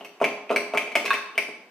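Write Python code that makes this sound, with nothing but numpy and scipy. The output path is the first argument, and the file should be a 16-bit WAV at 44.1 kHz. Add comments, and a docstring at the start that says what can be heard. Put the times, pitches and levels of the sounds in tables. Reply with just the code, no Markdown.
"""A kitchen counter: a metal spoon stirs ice cubes in a glass near a microphone.
Each knock is a dull thud, a short clink and a noisy tick, with small ice chips; three blows ring the
glass wall. Thuds make the counter hum, clinks ring the spoon: all are decaying sines but the tick.
Near surfaces echo, the hard kitchen adds a tail of about half a second, and quiet hum and hiss lie below."""
import sys
import numpy as np
from scipy import signal
from scipy.fft import rfft, irfft
from scipy.io import wavfile

SR = 44100
rng = np.random.default_rng(int(sys.argv[2]) if len(sys.argv) > 2 else 0)


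def generate_wav(signal):
    """Clip the signal to [-1, 1] and save it as 16-bit WAV at the path in sys.argv[1]."""
    frames = np.transpose(np.atleast_2d(signal))
    scaled = np.clip(frames, -1, 1) * 32767
    pcm = np.round(scaled).astype(np.int16)
    wavfile.write(sys.argv[1], SR, pcm)


def gain_from_decibels(decibels):
    """Convert decibel values to linear amplitude factors."""
    exponent = np.asarray(decibels, float) / 20
    return 10 ** exponent


N = 74970  # samples, 1.7 s

# knocks of ice and spoon: (time [s], thud level [dB], thud pitch [Hz], clink level [dB],
# clink pitch [Hz], tick level [dB])
KNOCK_EVENTS = [(.0085,-31,665,-34,2870,-59),(.047,-45,885,-28,2666,-36),(.056,-37.5,556,-41,2380,-49),(.2015,-28,1090,-34,2500,-45),(.2135,-8.5,593,-34,2300,-36),(.222,-20,960,-30,2900,-35.5),(.231,-22.5,500.7,-23,2350,-50),(.2418,-15.5,645,-7.5,2343,-22.5),
                (.494,-31,600,-20.5,2470,-46),(.5025,-11.5,520,-32,2300,-40),(.510,-17,1194,-26.5,2850,-34.5),(.516,-16.5,570,-29,2550,-49),(.5245,-18,633,-37,2150,-36),(.540,-23,460,-46,2470,-66),(.5606,-17,603,-7,2300,-20),
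                (.7362,-15,620,-27,2640,-37.5),(.7475,-17.5,1250,-32,2090,-33.5),(.753,-21,500,-23,2270,-50),(.764,-24.5,926,-36,2440,-47),(.7736,-21,650,-6,2342,-20.5),(.875,-32,420,-26,2480,-62),(.918,-32.5,440,-26,2305,-41),
                (.9537,-15,593,-7.5,2207,-18),(.957,-17,660,-12.5,2540,-25.5),(.9625,-18.5,690,-22,2150,-29.5),(1.043,-25.5,417,-39,2300,-44),(1.0535,-24,1110,-25,2520,-24),(1.060,-50,630,-16.5,2600,-23.5),(1.0774,-33,497,-23,2130,-57),
                (1.1042,-37,870,-36,1900,-26),(1.132,-32,636,-14.5,1875,-27.5),(1.140,-26,577,-16,2290,-27.5),(1.354,-39.5,420,-36,2950,-48),(1.3782,-21,626,-7,2299,-21.5),(1.384,-33,467,-17.5,2375,-43),(1.485,-29.5,360,-42,2260,-48)]
CLINK_RISE_S = 0.00081  # also of ticks and splinters


def evened(x):
    """Scales to rms 1."""
    return x / np.sqrt(np.mean(x ** 2) + 1e-20)


def read(points, hz):
    """Reads a table on a log-frequency axis."""
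    f, value = np.transpose(points)
    return np.interp(np.log(hz + 1), np.log(f + 1), value)


def coloured(x, points):
    """Filters by a table of (frequency [Hz], gain [dB])."""
    hz = np.fft.rfftfreq(x.shape[-1], 1 / SR)
    return irfft(rfft(x) * gain_from_decibels(read(points, hz)), x.shape[-1])


def add(mix, start_s, sound):
    """Mixes a sound in at start_s, cut at the end of the mix."""
    part = mix[max(round(start_s * SR), 0):][:len(sound)]
    part += sound[:len(part)]


def eased(sound, rise_s):
    """Softens the start of a sound with a squared-sine rise."""
    rise = np.minimum(np.arange(len(sound)) / (rise_s * SR), 1)
    return sound * np.sin(np.pi / 2 * rise) ** 2


def ring(modes, tilt_db_per_octave=0., length_s=.5):
    """Modes of a struck thing: decaying sines, tilted about 1 kHz."""
    t = np.arange(0, length_s, 1 / SR)
    total = np.zeros(len(t))
    for hz, db, t60_s in modes:
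        mode_db = db + tilt_db_per_octave * np.log2(hz / 1000)
        total += gain_from_decibels(mode_db - 60 * t / t60_s) * np.sin(2 * np.pi * hz * t)
    return total


def spread(mid, side):
    """Left and right from a shared part and a side part weighted by frequency."""
    # (frequency [Hz], side minus mid [dB])
    side_gain = [(60, -15), (150, -35), (300, -26), (600, -13), (1200, -6), (2400, -4), (6000, 2),
                 (15000, -5.5)]
    side = coloured(side, side_gain)
    return np.array([mid + side, mid - side])


def air():
    """Coloured noise: the kitchen's hum and hiss, plus the dying tail of the stirring just before."""
    # (frequency [Hz], relative density [dB per Hz])
    air_spectrum = [(18, -65), (30, -10), (394, 4.5), (1860, -9.5), (2230, -8), (3670, -18), (9460, -30),
                    (10500, -31), (14000, -28), (16000, -47)]
    steady_db, earlier_db, earlier_t60_s = -56.5, -52, 0.45
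    mid, side = coloured(rng.standard_normal((2, N)), air_spectrum)
    gain = gain_from_decibels(steady_db) + gain_from_decibels(earlier_db - 60 * np.arange(N) / SR / earlier_t60_s)
    return gain * spread(mid, side) / mid.std()


def reverb_tail():
    """Random taps, a second long, that die band by band as hard walls absorb them."""
    # decay: (frequency [Hz], t60 [s])
    tail_decay = [(200, 0.6), (450, 0.4), (900, 0.83), (2200, 0.59), (4500, 0.62), (9000, 0.47),
                  (15000, .3)]
    # (frequency [Hz], tail level [dB])
    tail_level = [(200, 5.5), (450, -2), (900, -2.5), (2200, -2.5), (4500, 2.5), (9000, 0), (15000, -5)]
    rise_s, spacing = 0.0038, 20  # spacing in samples
    taps = np.zeros((2, SR))
    slots = np.arange(40, SR - 20, spacing)
    at = slots + rng.integers(0, spacing, (2, len(slots)))
    np.put_along_axis(taps, at, rng.choice([-1., 1.], at.shape), 1)
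    hz, t, bands = signal.stft(taps, SR, nperseg=256)
    t60_s = read(tail_decay, hz)[:, None]
    decay = gain_from_decibels(read(tail_level, hz)[:, None] - 60 * t / t60_s)
    unit_energy = np.sqrt(spacing * 6 * np.log(10) / (SR * t60_s))
    tail = signal.istft(bands * decay * unit_energy, SR, nperseg=256)[1][:, :SR]
    rise = 1 - np.exp(-np.arange(SR) / (rise_s * SR))
    return spread(*tail * rise)


def kitchen(x):
    """Convolves with direct sound, near echoes and the tail."""
    # near surfaces: (delay [s], left level [dB], right level [dB])
    near_echoes = [(.0043, -3.5, -2), (.009, -4.5, -11.5), (.013, -15.5, -20), (0.018, -13.5, -9),
                   (.024, -17.5, -14.5), (.046, -14.5, -15.5)]
    skew_s = 0.0001  # largest random extra delay per side
    room = reverb_tail()
    room[[0, 1], [0, 1]] += 1  # direct sound, right one sample later
    for delay_s, *sides_db in near_echoes:
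        for side, db in zip(room, sides_db):
            side[round((delay_s + skew_s * rng.random()) * SR)] += gain_from_decibels(db)
    return signal.fftconvolve(x[None], room, axes=1)[:, :N]


def jolts():
    """Each knock shakes the microphone through the counter: a low sine, unevenly left and right."""
    jolt_hz, jolt_t60_s, jolt_re_clink_db = 62.4, 0.034, -36.5
    out = np.zeros((2, N))
    for row, shares in zip(KNOCK_EVENTS, rng.random((len(KNOCK_EVENTS), 2))):
        start_s, clink_db = row[0], row[3]
        jolt = ring([(jolt_hz, clink_db + jolt_re_clink_db, jolt_t60_s)])
        for side, share in zip(out, shares):
            add(side, start_s, share * jolt)
    return out


def glass():
    """Blows on the glass wall ring its modes briefly, brighter or duller by a tilt."""
    # (time [s], level [dB], brightness [dB per octave])
    wall_blows = [(1.0791, -34, 9.5), (1.1044, -11.5, 3.6), (1.1294, -29, -25)]
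    # (frequency [Hz], level [dB], t60 [s])
    wall_modes = [(1114, -3.5, 0.032), (1094, -15.5, 0.2), (1620, 1.5, 0.018), (1964, -6.5, 0.011),
                  (2600, -5, 0.026), (3620, -13, 0.015), (4320, -24.5, 0.019)]
    out = np.zeros(N)
    for start_s, db, tilt_db_per_octave in wall_blows:
        add(out, start_s, gain_from_decibels(db) * eased(ring(wall_modes, tilt_db_per_octave), 0.0018))
    return out


def thud_at(db, hz):
    """Dull decaying sine that sets counter and cupboards humming."""
    # (frequency [Hz], level [dB], t60 [s])
    counter_modes = [(221.6, -16, 0.14), (279, -6.5, 0.14), (415.45, -1, 0.39), (458.5, 0, 0.043),
                     (600.3, 8, 0.058), (606, -22.5, 0.05), (865, -12, 0.45), (1068.3, -5, 0.14),
                     (1347, 5.5, 0.016)]
    hum_re_thud_db, t60_s, rise_s = -14.5, 0.018, 0.0012
    hum = gain_from_decibels(hum_re_thud_db) * ring(counter_modes)
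    return gain_from_decibels(db) * eased(ring([(hz, 0, t60_s)]) + hum, rise_s)


def clink_at(db, hz):
    """Short decaying sine that rings the spoon's modes."""
    # (frequency [Hz], level [dB], t60 [s])
    spoon_modes = [(2207, -16.5, 0.058), (2300, -38.5, 0.11), (2550, -18, 0.035), (4615, -35, 0.048),
                   (5830, -33, 0.023), (8500, -36, 0.028), (2954, -12, 0.015), (1698, -11, 0.014)]
    return gain_from_decibels(db) * eased(ring([(hz, 0, 0.014)]) + ring(spoon_modes), CLINK_RISE_S)


def unit_ticks():
    """One decaying burst of coloured noise per knock."""
    # (frequency [Hz], relative density [dB per Hz])
    tick_spectrum = [(2500, -7), (3500, -8), (4600, -9), (5200, -15), (5800, -11), (7400, -18.5),
                     (8500, -14), (9600, -19), (10500, -15), (12000, -18), (15500, -22.5), (16500, -45)]
    t60_s, t = 0.014, np.arange(1024) / SR
    noise = rng.standard_normal((len(KNOCK_EVENTS), 1024))
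    return evened(coloured(noise, tick_spectrum)) * gain_from_decibels(-60 * t / t60_s)


def splinter(thud_db, pitch):
    """Small ice chip: a brief sine, pitch 0..1 from low to high."""
    low_hz, high_hz, re_thud_db, t60_s = 1210, 4190, -29.5, 0.0081
    hz = low_hz * (high_hz / low_hz) ** pitch
    return eased(ring([(hz, thud_db + re_thud_db, t60_s)], length_s=.02), CLINK_RISE_S)


def knocks():
    """Every knock: thud and its bounce off the counter, clink, tick and splinters."""
    thud_lag_s, bounce_s, bounce_db = 0.00051, 0.00409, -14.5
    splinters, splinter_span_s = 6, 0.035
    out = np.zeros(N)
    ticks = unit_ticks()
    chips = rng.random((len(KNOCK_EVENTS), splinters, 2))
    for event, tick, chip in zip(KNOCK_EVENTS, ticks, chips):
        start_s, thud_db, thud_hz, clink_db, clink_hz, tick_db = event
        thud = thud_at(thud_db, thud_hz)
        add(out, start_s + thud_lag_s, thud)
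        add(out, start_s + thud_lag_s + bounce_s, gain_from_decibels(bounce_db) * thud)
        add(out, start_s, clink_at(clink_db, clink_hz))
        add(out, start_s, gain_from_decibels(tick_db) * eased(tick, CLINK_RISE_S))
        for late, pitch in chip:
            add(out, start_s + late * splinter_span_s, splinter(thud_db, pitch))
    return out


def scene():
    """Knocks and glass in the room, over its air."""
    return kitchen(knocks() + glass()) + air()


def roll_off(x):
    """The treble ends steeply here."""
    return signal.sosfilt(signal.butter(12, 16800, fs=SR, output="sos"), x)


def record(dry):
    """The microphone cuts airborne bass, leaks a little of it, and feels the jolts."""
    low_cut_hz, leak_db = 197, -24
    cut = signal.butter(6, low_cut_hz, "highpass", fs=SR, output="sos")
    mix = signal.sosfilt(cut, dry) + gain_from_decibels(leak_db) * dry + jolts()
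    return roll_off(mix)


dry = scene()
out = record(dry)
generate_wav(out)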